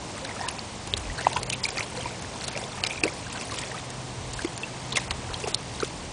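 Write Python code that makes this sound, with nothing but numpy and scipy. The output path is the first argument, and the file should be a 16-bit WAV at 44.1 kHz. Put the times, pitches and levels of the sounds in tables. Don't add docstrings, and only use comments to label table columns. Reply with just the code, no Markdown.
import sys
import numpy as np
from scipy import signal
from scipy.fft import rfft, irfft
from scipy.io import wavfile
from scipy.ndimage import uniform_filter1d, minimum_filter1d

SR = 44100
rng = np.random.default_rng(int(sys.argv[2]) if len(sys.argv) > 2 else 0)


def unload_audio(sound):
    columns = np.transpose(np.atleast_2d(sound))
    steps = np.round(np.clip(columns, -1, 1) * 32767)
    wavfile.write(sys.argv[1], SR, steps.astype(np.int16))


def boost(x):
    u = np.asarray(x, float) / 20
    return 10 ** u


N = 269892

# start [s], peak level [dB], pitch [Hz], t60 [ms].
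AIR_POCKETS = [(.222, -33.5, 528, 140), (.409, -22.5, 770, 11), (0.432, -33.5, 993, 79),
               (0.4481, -28.5, 926, 59), (0.476, -31, 976, 29), (0.9364, -28, 435, 13),
               (1.2688, -2.5, 856, 8.7), (1.3169, -27.5, 856, 18), (1.3621, -18.5, 948, 24),
               (1.686, -32, 740, 9), (1.7713, -31.5, 750, 19), (1.9757, -30.5, 502, 170),
               (2.0579, -23.5, 923, 14), (2.5624, -25.5, 530, 9.3), (2.836, -29, 690, 14),
               (3.036, -19.5, 315, 130), (3.064, -24, 562, 10), (3.0546, -16, 450, 10),
               (3.519, -28.5, 1070, 25), (3.7439, -30.5, 1200, 34), (4.447, -17, 324, 46),
               (4.928, -31.5, 982, 21), (4.971, -30, 730, 7.4), (4.9719, -28, 1040, 36),
               (5.109, -30, 1027, 14), (5.4409, -24.5, 422, 22), (5.459, -28, 853, 20),
               (5.4723, -26, 684, 16), (5.4775, -25.5, 427, 21), (5.8313, -16.5, 410, 9)]
POCKET_RISE_MS, POCKET_SOFTER_MS_PER_DB = 0.57, 0.15

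# start [s], peak level [dB], pitch [Hz], t60 [ms].
MID_BUBBLES = [(.2516, -30.5, 1670, 13), (.2923, -26.5, 2110, 13), (.311, -30.5, 1940, 27),
               (0.364, -31, 1250, 20), (0.3943, -30, 1720, 15), (.4123, -33, 1830, 52),
               (0.439, -35, 1840, 90), (0.4704, -27.5, 1690, 23), (1.0997, -29.5, 1940, 47),
               (1.182, -29, 1500, 15), (1.191, -22, 1650, 11), (1.248, -25.5, 1953, 46),
               (1.369, -22, 1390, 13), (1.376, -28, 980, 34), (1.7851, -27.5, 1310, 24),
               (2.0578, -27, 2390, 13), (2.8373, -31, 1310, 9.8), (3.2661, -32, 1600, 30),
               (3.356, -33, 1560, 59), (3.3758, -32, 1490, 13), (3.412, -28, 2520, 9),
               (3.5862, -25, 3000, 6), (3.6287, -30.5, 1920, 23), (3.636, -28, 2500, 18),
               (3.7156, -25, 1830, 12), (3.7773, -33.5, 1890, 20), (4.392, -23, 1600, 19),
               (4.985, -21, 1870, 11), (5.804, -26, 1490, 14), (5.8255, -18.5, 1290, 12)]
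BUBBLE_RISE_CYCLES = 1.93

# start [s], peak level [dB], pitch [Hz], t60 [ms].
RINGING_DROPS = [(0.4848, -23.5, 2700, 14), (1.269, -25, 2530, 9.1), (1.502, -20, 2900, 7.3),
                 (1.5246, -29, 2510, 30), (1.5305, -18, 2620, 5.5), (1.535, -19, 2440, 5.7),
                 (1.6399, -13, 4900, 9.3), (1.6534, -14.5, 2260, 16), (1.686, -25, 2300, 10),
                 (1.7728, -24.5, 2460, 31), (1.7857, -22.5, 2050, 12), (1.807, -17.5, 2250, 6),
                 (2.009, -28.5, 3180, 20), (2.5532, -26, 2240, 11), (2.575, -24.5, 2510, 4.4),
                 (2.8378, -13.5, 2740, 4.9), (2.8484, -20.5, 2180, 6.6), (2.8643, -25, 2160, 8),
                 (2.872, -26, 2710, 7.8), (2.9088, -23, 2380, 16), (2.921, -27, 2540, 18),
                 (2.9757, -29.5, 2380, 35), (3.0362, -7, 2520, 6.2), (3.0785, -22, 2190, 23),
                 (4.447, -29, 2130, 12), (4.6338, -23, 2660, 42), (4.959, -15.5, 2570, 7.4),
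                 (4.9719, -13.5, 2093, 22), (5.3429, -26.5, 3180, 21), (5.4395, -24, 2680, 16)]
DROP_RISE_CYCLES = 2.85

# start [s], peak level [dB], pitch [Hz].
TICKING_DROPLETS = [(0.2497, -22, 4000), (0.5926, -21.5, 4400), (0.938, -7, 3380), (1.3318, -25, 3970),
                    (1.368, -16, 2660), (1.4309, -21, 4270), (1.5245, -23, 3800), (1.543, -24, 3600),
                    (1.642, -17, 3960), (1.6444, -15, 4560), (1.7055, -22, 5000), (1.7814, -17.5, 4500),
                    (2.411, -25, 4240), (2.482, -25, 4040), (2.838, -10, 4270), (2.8482, -18, 4960),
                    (2.8655, -21, 3830), (2.871, -16.5, 5000), (3.0377, -12, 4620), (4.9232, -18.5, 3500),
                    (4.9273, -18, 4030), (4.9598, -22, 3700), (4.97, -14.5, 3550), (4.971, -25, 5140),
                    (5.1082, -17.5, 3030), (5.1095, -18, 4230), (5.342, -20, 4020), (5.5456, -7, 4020),
                    (5.5462, -11, 5260), (5.802, -21.5, 4100)]
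DROPLET_RISE_CYCLES, DROPLET_RING_CYCLES, DROPLET_CYCLES_PER_DB = 1.3, 5, 1.0

BROOD_LEAD_MS, BROOD_SPAN_MS, BROOD_PITCH_OCT, BROOD_DB, BROOD_TOP_DB = 7, 22, .55, -9, -21.5

# start [s], rms level [dB], t60 [ms], dull slap against the spray [dB].
SPRAY_BURSTS = [(0.4858, -25, 19, -27), (0.969, -29.5, 52, -12.5), (1.2093, -34.5, 18, -2),
                (1.3292, -29, 21, -11), (1.3685, -39.5, 16, 5.5), (1.4314, -28.5, 9.3, -25),
                (1.5012, -20, 3.8, -30), (1.527, -28.5, 52, -33), (1.6352, -26, 6.5, -20),
                (1.6457, -29.5, 56, -16), (1.663, -34, 13.6, -10), (1.689, -27.5, 12, -10.5),
                (1.771, -34.5, 21, -4), (1.7937, -35, 59, -7), (2.4398, -36, 42, -11),
                (2.4812, -27.5, 18, -11), (2.574, -32.5, 27, -15), (2.837, -30, 12, -2),
                (2.867, -27.5, 26, -31), (3.036, -25, 38, -5.5), (3.3268, -36, 30, -12),
                (3.588, -33, 21, -12), (4.333, -33.5, 37, -25), (4.447, -31, 14, -10),
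                (4.9572, -30.5, 170, -14), (4.9712, -25.5, 17, -14), (5.111, -27.5, 11, -2),
                (5.473, -37.5, 43, -2), (5.481, -36.5, 240, -25), (5.5455, -25, 10.8, -26)]
# start [s], rms level [dB].
FAINT_SPITS = [(0.248, -37.5), (0.504, -39), (1.184, -39), (2.64, -48), (2.731, -51), (2.902, -40),
               (5.334, -37.5), (0.874, -36), (1.8056, -46), (1.9706, -37), (2.2224, -36), (2.846, -44),
               (3.411, -36), (3.42, -41), (3.541, -35), (3.614, -34), (3.718, -40), (3.902, -37),
               (4.419, -35), (4.577, -36), (4.925, -34.5), (5.4015, -36), (5.8015, -40), (5.813, -42),
               (5.847, -40)]
SPIT_T60_MS, SPIT_SLAP_DB = 21, -8.5
SPRAY_RISE_MS = 1.2
LEAD_MS, LEAD_DB = 4.2, -11
# frequency [Hz], level [dB].
SPRAY_SPECTRUM = [(500, -36), (1500, -16.5), (2500, 1), (4500, -1.5), (7000, 0.5), (10000, -2.5)]
# frequency [Hz], level [dB].
SLAP_SPECTRUM = [(150, -9), (400, 2), (900, -1), (2000, -3.5), (4000, -17.5)]

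# start [s], peak level [dB], pitch [Hz].
FALLING_DROPS = [(.1815, -31, 1895), (.4133, -26.5, 5146), (.488, -23.5, 8890), (.5098, -32, 2390),
                 (.5135, -30, 9600), (.5857, -28, 2500), (0.9684, -26, 4230), (1.0553, -31, 2476),
                 (1.181, -28, 4414), (1.1866, -27, 4048), (1.3641, -28, 3208), (1.4954, -29, 8635),
                 (1.5253, -32, 3747), (1.536, -24.5, 9700), (1.7061, -31, 6934), (1.7933, -25, 2175),
                 (1.796, -24, 5940), (1.8302, -27, 4134), (1.9757, -27, 4156), (2.2478, -29, 1750),
                 (2.4202, -33, 7494), (2.4425, -27, 4100), (2.446, -25, 4240), (2.482, -22.5, 4264),
                 (2.487, -30, 3620), (2.534, -35, 2500), (2.5629, -29, 1970), (2.5751, -30, 5070),
                 (2.6165, -32, 5146), (2.64, -26.5, 3500), (2.7208, -32, 4328), (2.7315, -30, 3530),
                 (2.8995, -28, 2239), (2.9045, -28, 2500), (2.9075, -27, 3250), (2.9346, -26, 2326),
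                 (2.96, -28, 2519), (2.986, -31, 2400), (3.323, -30, 2610), (3.36, -32, 4134),
                 (3.4215, -30, 4974), (3.4981, -30, 1766), (3.511, -32, 4070), (3.6372, -31, 3252),
                 (3.7865, -32, 3618), (4.3423, -30, 4700), (4.389, -33, 2600), (4.4616, -32, 4565),
                 (4.4752, -29, 3101), (4.5661, -30, 7063), (4.634, -27, 3250), (5.0015, -29, 2541),
                 (5.0173, -31, 2562), (5.4395, -30, 4770), (5.4476, -33, 4845), (5.548, -22, 8600),
                 (5.7499, -31, 3790), (5.8035, -27, 6100), (5.8313, -28, 2283), (5.848, -31, 3360)]
PING_RISE_MS, PING_T60_MS, PING_CYCLES = 1, 5.4, 2.8
# start [s], peak level [dB], t60 [ms].
FILM_SNAPS = [(0.9388, -21, 10), (1.3685, -22, 16), (1.5002, -11, 2.7), (1.5265, -26, 25), (1.772, -29, 12),
              (1.687, -22, 9), (1.8068, -29, 8), (2.474, -27, 7.4), (2.5635, -26, 8), (2.575, -22, 8),
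              (2.8378, -17, 8), (2.848, -22, 12), (2.8649, -18, 8), (2.8722, -23, 8), (3.511, -32, 8),
              (3.586, -22, 16), (3.7165, -30, 9), (4.4248, -28, 10), (4.9683, -14, 22), (5.1076, -19.5, 16),
              (5.811, -28, 20), (5.831, -24, 12), (5.8465, -24, 14)]
# frequency [Hz], level [dB].
SNAP_SPECTRUM = [(400, -25), (1000, -11), (2500, 2), (5000, 0), (10000, -15)]

# time of strongest stirring [s], strength [dB],
# depth [dB] (deep strokes gurgle, shallow ones fizz).
PAW_STROKES = [(.17, -44.5, 6), (.42, -45, 8.5), (.52, -46.5, 3), (1.0, -46, -7), (1.22, -44, 6.5),
               (1.381, -38.5, 1.5), (1.8, -39.5, 2.5), (2.05, -41, 7.5), (2.44, -40.5, -5), (2.6, -42, 6),
               (2.78, -49, 12), (2.92, -42.5, -1), (3.07, -40.5, 3), (3.38, -41.5, 2.5), (3.58, -38, -1),
               (3.76, -45, 7), (4.4, -42.5, -2), (4.7, -53.5, 10), (4.99, -41, 0), (5.33, -49, 14),
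               (5.47, -42, -10), (5.83, -42, -14)]
BUILD_DB_PER_S, SETTLE_DB_PER_S, CALM_DB = 68.5, 76, -53

# frequency [Hz], density [dB per Hz].
YARD_SPECTRUM = [(15, -43.5), (25, -27.5), (125, -5.5), (173, -3), (406, -9), (978, -9), (1320, -16.5),
                 (5960, -20), (8910, -23), (10100, -31.5), (13100, -61), (22000, -120)]
YARD_DB = -38.5
# frequency [Hz], width [Hz], level [dB].
FAN_HUM = [
    (127.33, 1.08, -46.5),
    (108.6, 7.7, -50.5),
]
# time [s], level [dB].
WIND_GUSTS = [(0.0, -46), (0.8, -47), (.93, -36), (1.11, -30), (1.21, -46), (1.38, -37), (1.5, -44.5),
              (4.18, -44), (4.24, -36.5), (4.67, -49.5), (5.06, -41), (5.11, -33.5), (5.2, -41),
              (5.31, -35), (5.4, -42), (6.12, -41)]

# frequency [Hz], threshold against the usual level [dB].
DROPOUT_THRESHOLD = [(1000, -30), (2500, -14), (4000, -9.5), (6000, -6.3), (10000, -5)]
BLOCK_LEAD = 432
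EDGE_HZ = 10060


def evened(x):
    return x / np.sqrt(np.mean(x ** 2) + 1e-20)


def smooth_noise(size):
    return evened(uniform_filter1d(rng.standard_normal(N), size=size))


def read(points, hz):
    f, value = np.transpose(points)
    return np.interp(np.log(hz + 1), np.log(f + 1), value)


def along(rows, order):
    return np.interp(np.arange(N) / SR, np.array(rows)[:, 0], np.array(rows)[:, order])


def add(mix, s, sound):
    part = mix[round(s * SR):][:len(sound)]
    part += sound[:len(part)]


def coloured(points):
    gain = boost(read(points, np.fft.rfftfreq(N, 1 / SR)))
    return evened(irfft(rfft(rng.standard_normal(N)) * gain, N))


def swell(t, rise_ms, t60_ms):
    rise = 2 * max(rise_ms, .15) / 1000
    attack = np.sin(np.pi / 2 * np.minimum(t / rise, 1)) ** 2
    return attack * boost(-60 * np.maximum(t - rise, 0) * 1000 / max(t60_ms, 2))


def bubble(hz, rise_ms, t60_ms, glide):
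    life_ms = 2 * rise_ms + t60_ms
    t = np.arange(int(150 + SR / 1000 * life_ms)) / SR
    pitch = hz * (1 + glide * np.minimum(t * 1000 / life_ms - .1, .5))
    return swell(t, rise_ms, t60_ms) * np.sin(2 * np.pi * np.cumsum(pitch) / SR)


def plops():
    rows = []
    for s, db, hz, t60_ms in AIR_POCKETS:
        rows.append((s, db, hz, POCKET_RISE_MS - POCKET_SOFTER_MS_PER_DB * db, t60_ms))
    for s, db, hz, t60_ms in MID_BUBBLES:
        rows.append((s, db, hz, BUBBLE_RISE_CYCLES * 1000 / hz, t60_ms))
    for s, db, hz, t60_ms in RINGING_DROPS:
        rows.append((s, db, hz, DROP_RISE_CYCLES * 1000 / hz, t60_ms))
    for s, db, hz in TICKING_DROPLETS:
        ring_cycles = DROPLET_RING_CYCLES - DROPLET_CYCLES_PER_DB * db
        rows.append((s, db, hz, DROPLET_RISE_CYCLES * 1000 / hz, ring_cycles * 1000 / hz))
    out = np.zeros(N)
    for (s, db, hz, rise_ms, t60_ms), luck in zip(rows, rng.random((len(rows), 7))):
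        add(out, s - rise_ms / 1000, boost(db) * bubble(hz, rise_ms, t60_ms, 0.34 * luck[0]))
        for when, size, loud in luck[1:].reshape(2, 3):
            brood_s = s + (BROOD_SPAN_MS * when - BROOD_LEAD_MS) / 1000
            brood_db = min(db, BROOD_TOP_DB) + BROOD_DB * (1.0 + loud)
            brood_hz = hz * 2 ** (BROOD_PITCH_OCT * (size - .4))
            add(out, brood_s, boost(brood_db) * bubble(brood_hz, rise_ms, min(t60_ms, 16), 0.33 * loud))
    return out * (1 + .15 * smooth_noise(30))


def spray():
    bright, dull, t = np.zeros(N), np.zeros(N), np.arange(6000) / SR
    spits = [(s, db, SPIT_T60_MS, SPIT_SLAP_DB) for s, db in FAINT_SPITS]
    for s, db, t60_ms, slap_db in list(SPRAY_BURSTS) + spits:
        start = s - SPRAY_RISE_MS / 1000
        add(bright, start, boost(db + 5.0) * swell(t, SPRAY_RISE_MS, t60_ms))
        add(bright, s - 2 * LEAD_MS / 1000, boost(db + LEAD_DB) * swell(t, LEAD_MS, 5.9))
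        add(dull, start, boost(db + 5.0 + slap_db) * swell(t, SPRAY_RISE_MS + 0.35, 3.0 * t60_ms))
    grain = boost(3.8 * smooth_noise(40))
    return bright * evened(coloured(SPRAY_SPECTRUM) * grain) + dull * coloured(SLAP_SPECTRUM)


def pings():
    out, gate, t = np.zeros(N), np.zeros(N), np.arange(2000) / SR
    for (s, db, hz), luck in zip(FALLING_DROPS, rng.random((len(FALLING_DROPS), 1))):
        t60_ms = PING_T60_MS + PING_CYCLES * 1000 / hz
        drop = bubble(hz, PING_RISE_MS, t60_ms, 0.22 * luck[0])
        add(out, s - 2 * PING_RISE_MS / 1000, boost(db) * drop)
    for s, db, t60_ms in FILM_SNAPS:
        add(gate, s, boost(db - 6) * swell(t, 0.11, t60_ms))
    return out + gate * coloured(SNAP_SPECTRUM)


def stirring(deep):
    t = np.arange(0, N, 64) / SR
    s, db, depth_db = np.transpose(PAW_STROKES)[:, :, None]
    away_db = np.maximum(BUILD_DB_PER_S * (s - t), SETTLE_DB_PER_S * (t - s))
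    shape_db = db + deep * depth_db - away_db
    power = boost(CALM_DB) ** 2 + (boost(shape_db) ** 2).sum(axis=0)
    return np.interp(np.arange(N) / SR, t, np.sqrt(power))


def swarm(low_hz, high_hz, per_s, cycles, spread_db, tilt_db, count=18):
    clump = boost(3.5 * smooth_noise(500))
    born = rng.random(N) < per_s / SR * clump / clump.mean()
    size = born * boost(spread_db * np.minimum(rng.exponential(1, N), 2.4))
    kind, out = rng.integers(0, count, N), np.zeros(N)
    for k, hz in enumerate(np.geomspace(low_hz, high_hz, count)):
        ring = bubble(hz, 1100 / hz, cycles * 1000 / hz, 0.53)
        ring = boost(tilt_db * np.log2(hz / low_hz)) * ring
        out += signal.oaconvolve(size * (kind == k), ring)[:N]
    return evened(out)


def slosh():
    fizz = swarm(2000, 9900, per_s=1100, cycles=24, spread_db=4.0, tilt_db=3.0)
    gurgle = swarm(457.0, 2620, per_s=300, cycles=23.6, spread_db=2.0, tilt_db=0.5)
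    return boost(-0.5) * stirring(0) * fizz + boost(-4.0) * stirring(0.98) * gurgle


def fence(x):
    t = np.arange(4000) / SR
    sparse = rng.standard_normal(4000) * (rng.random(4000) < .05)
    taps = sparse * boost(-60 * t / 0.025) * (t > .002)
    return signal.oaconvolve(x, taps / np.linalg.norm(taps))[:N]


def fan():
    hz, out = np.fft.rfftfreq(N, 1 / SR), np.zeros(N)
    for centre_hz, width_hz, db in FAN_HUM:
        resonance = 1 + (2 * (hz - centre_hz) / width_hz) ** 2
        out += boost(db) * evened(irfft(rfft(rng.standard_normal(N)) / resonance, N))
    return out


def wind():
    rumble = coloured([(15, -37.0), (40, 2.0), (90, 4.0), (130, -10.5), (250, -46.5), (1000, -76.5)])
    return boost(along(WIND_GUSTS, order=1) - 4.0) * rumble


def yard():
    return boost(YARD_DB) * coloured(YARD_SPECTRUM)


def scene():
    water = plops() + spray() + slosh()
    echoes = boost(-17.5) * fence(water)
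    behind = yard() + fan() + wind()
    return (water + echoes + behind + pings())[None]


def treble_dropouts(x, size=256, count=8):
    n, k = np.arange(2 * size)[:, None] + .5, np.arange(size) + .5
    window = np.sin(np.pi * n / size / 2) * np.sqrt(2 / size)
    basis = np.cos(np.pi / size * (n + size / 2) * k) * window
    padded = np.pad(x, (BLOCK_LEAD, 2 * size))
    frames = np.lib.stride_tricks.sliding_window_view(padded, 2 * size)[::size]
    blocks = (frames @ basis).reshape(len(frames), -1, count)
    band_db = 10 * np.log10((blocks ** 2).mean(axis=2) + 1e-14)
    usual_db = uniform_filter1d(band_db, size=60, axis=0)
    over_db = band_db - usual_db
    splash_db = -minimum_filter1d(-over_db, size=count + 1, axis=0)
    splash_db = uniform_filter1d(splash_db, size=5, axis=1)
    wander = uniform_filter1d(rng.standard_normal(over_db.shape), size=3, axis=0)
    wander = evened(uniform_filter1d(wander, size=3, axis=1))
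    band_hz = k[count // 2::count] * SR / size / 2
    cut_db = read(DROPOUT_THRESHOLD, band_hz) + .66 * splash_db + 1.7 * wander
    lone_db = 10 * np.log10(blocks ** 2 + 1e-14) - (usual_db + cut_db)[..., None]
    kept = (over_db > cut_db)[..., None] | (lone_db > 4)
    parts = (blocks * np.maximum(kept, boost(-34))).reshape(-1, size) @ basis.T
    joined = parts[1:, :size] + parts[:-1, size:]
    return joined.ravel()[BLOCK_LEAD - size:][:N]


def roll_off(x):
    return signal.sosfilt(signal.butter(12, 11280, fs=SR, output="sos"), x)


def record(dry):
    overloaded = 1.115 * np.tanh(dry[0] / 1.09)
    edge = signal.firwin(801, EDGE_HZ, window=("kaiser", 9), fs=SR)
    narrow = signal.oaconvolve(treble_dropouts(overloaded), edge, "same")
    return roll_off(narrow[None])


dry = scene()
out = record(dry)
unload_audio(out)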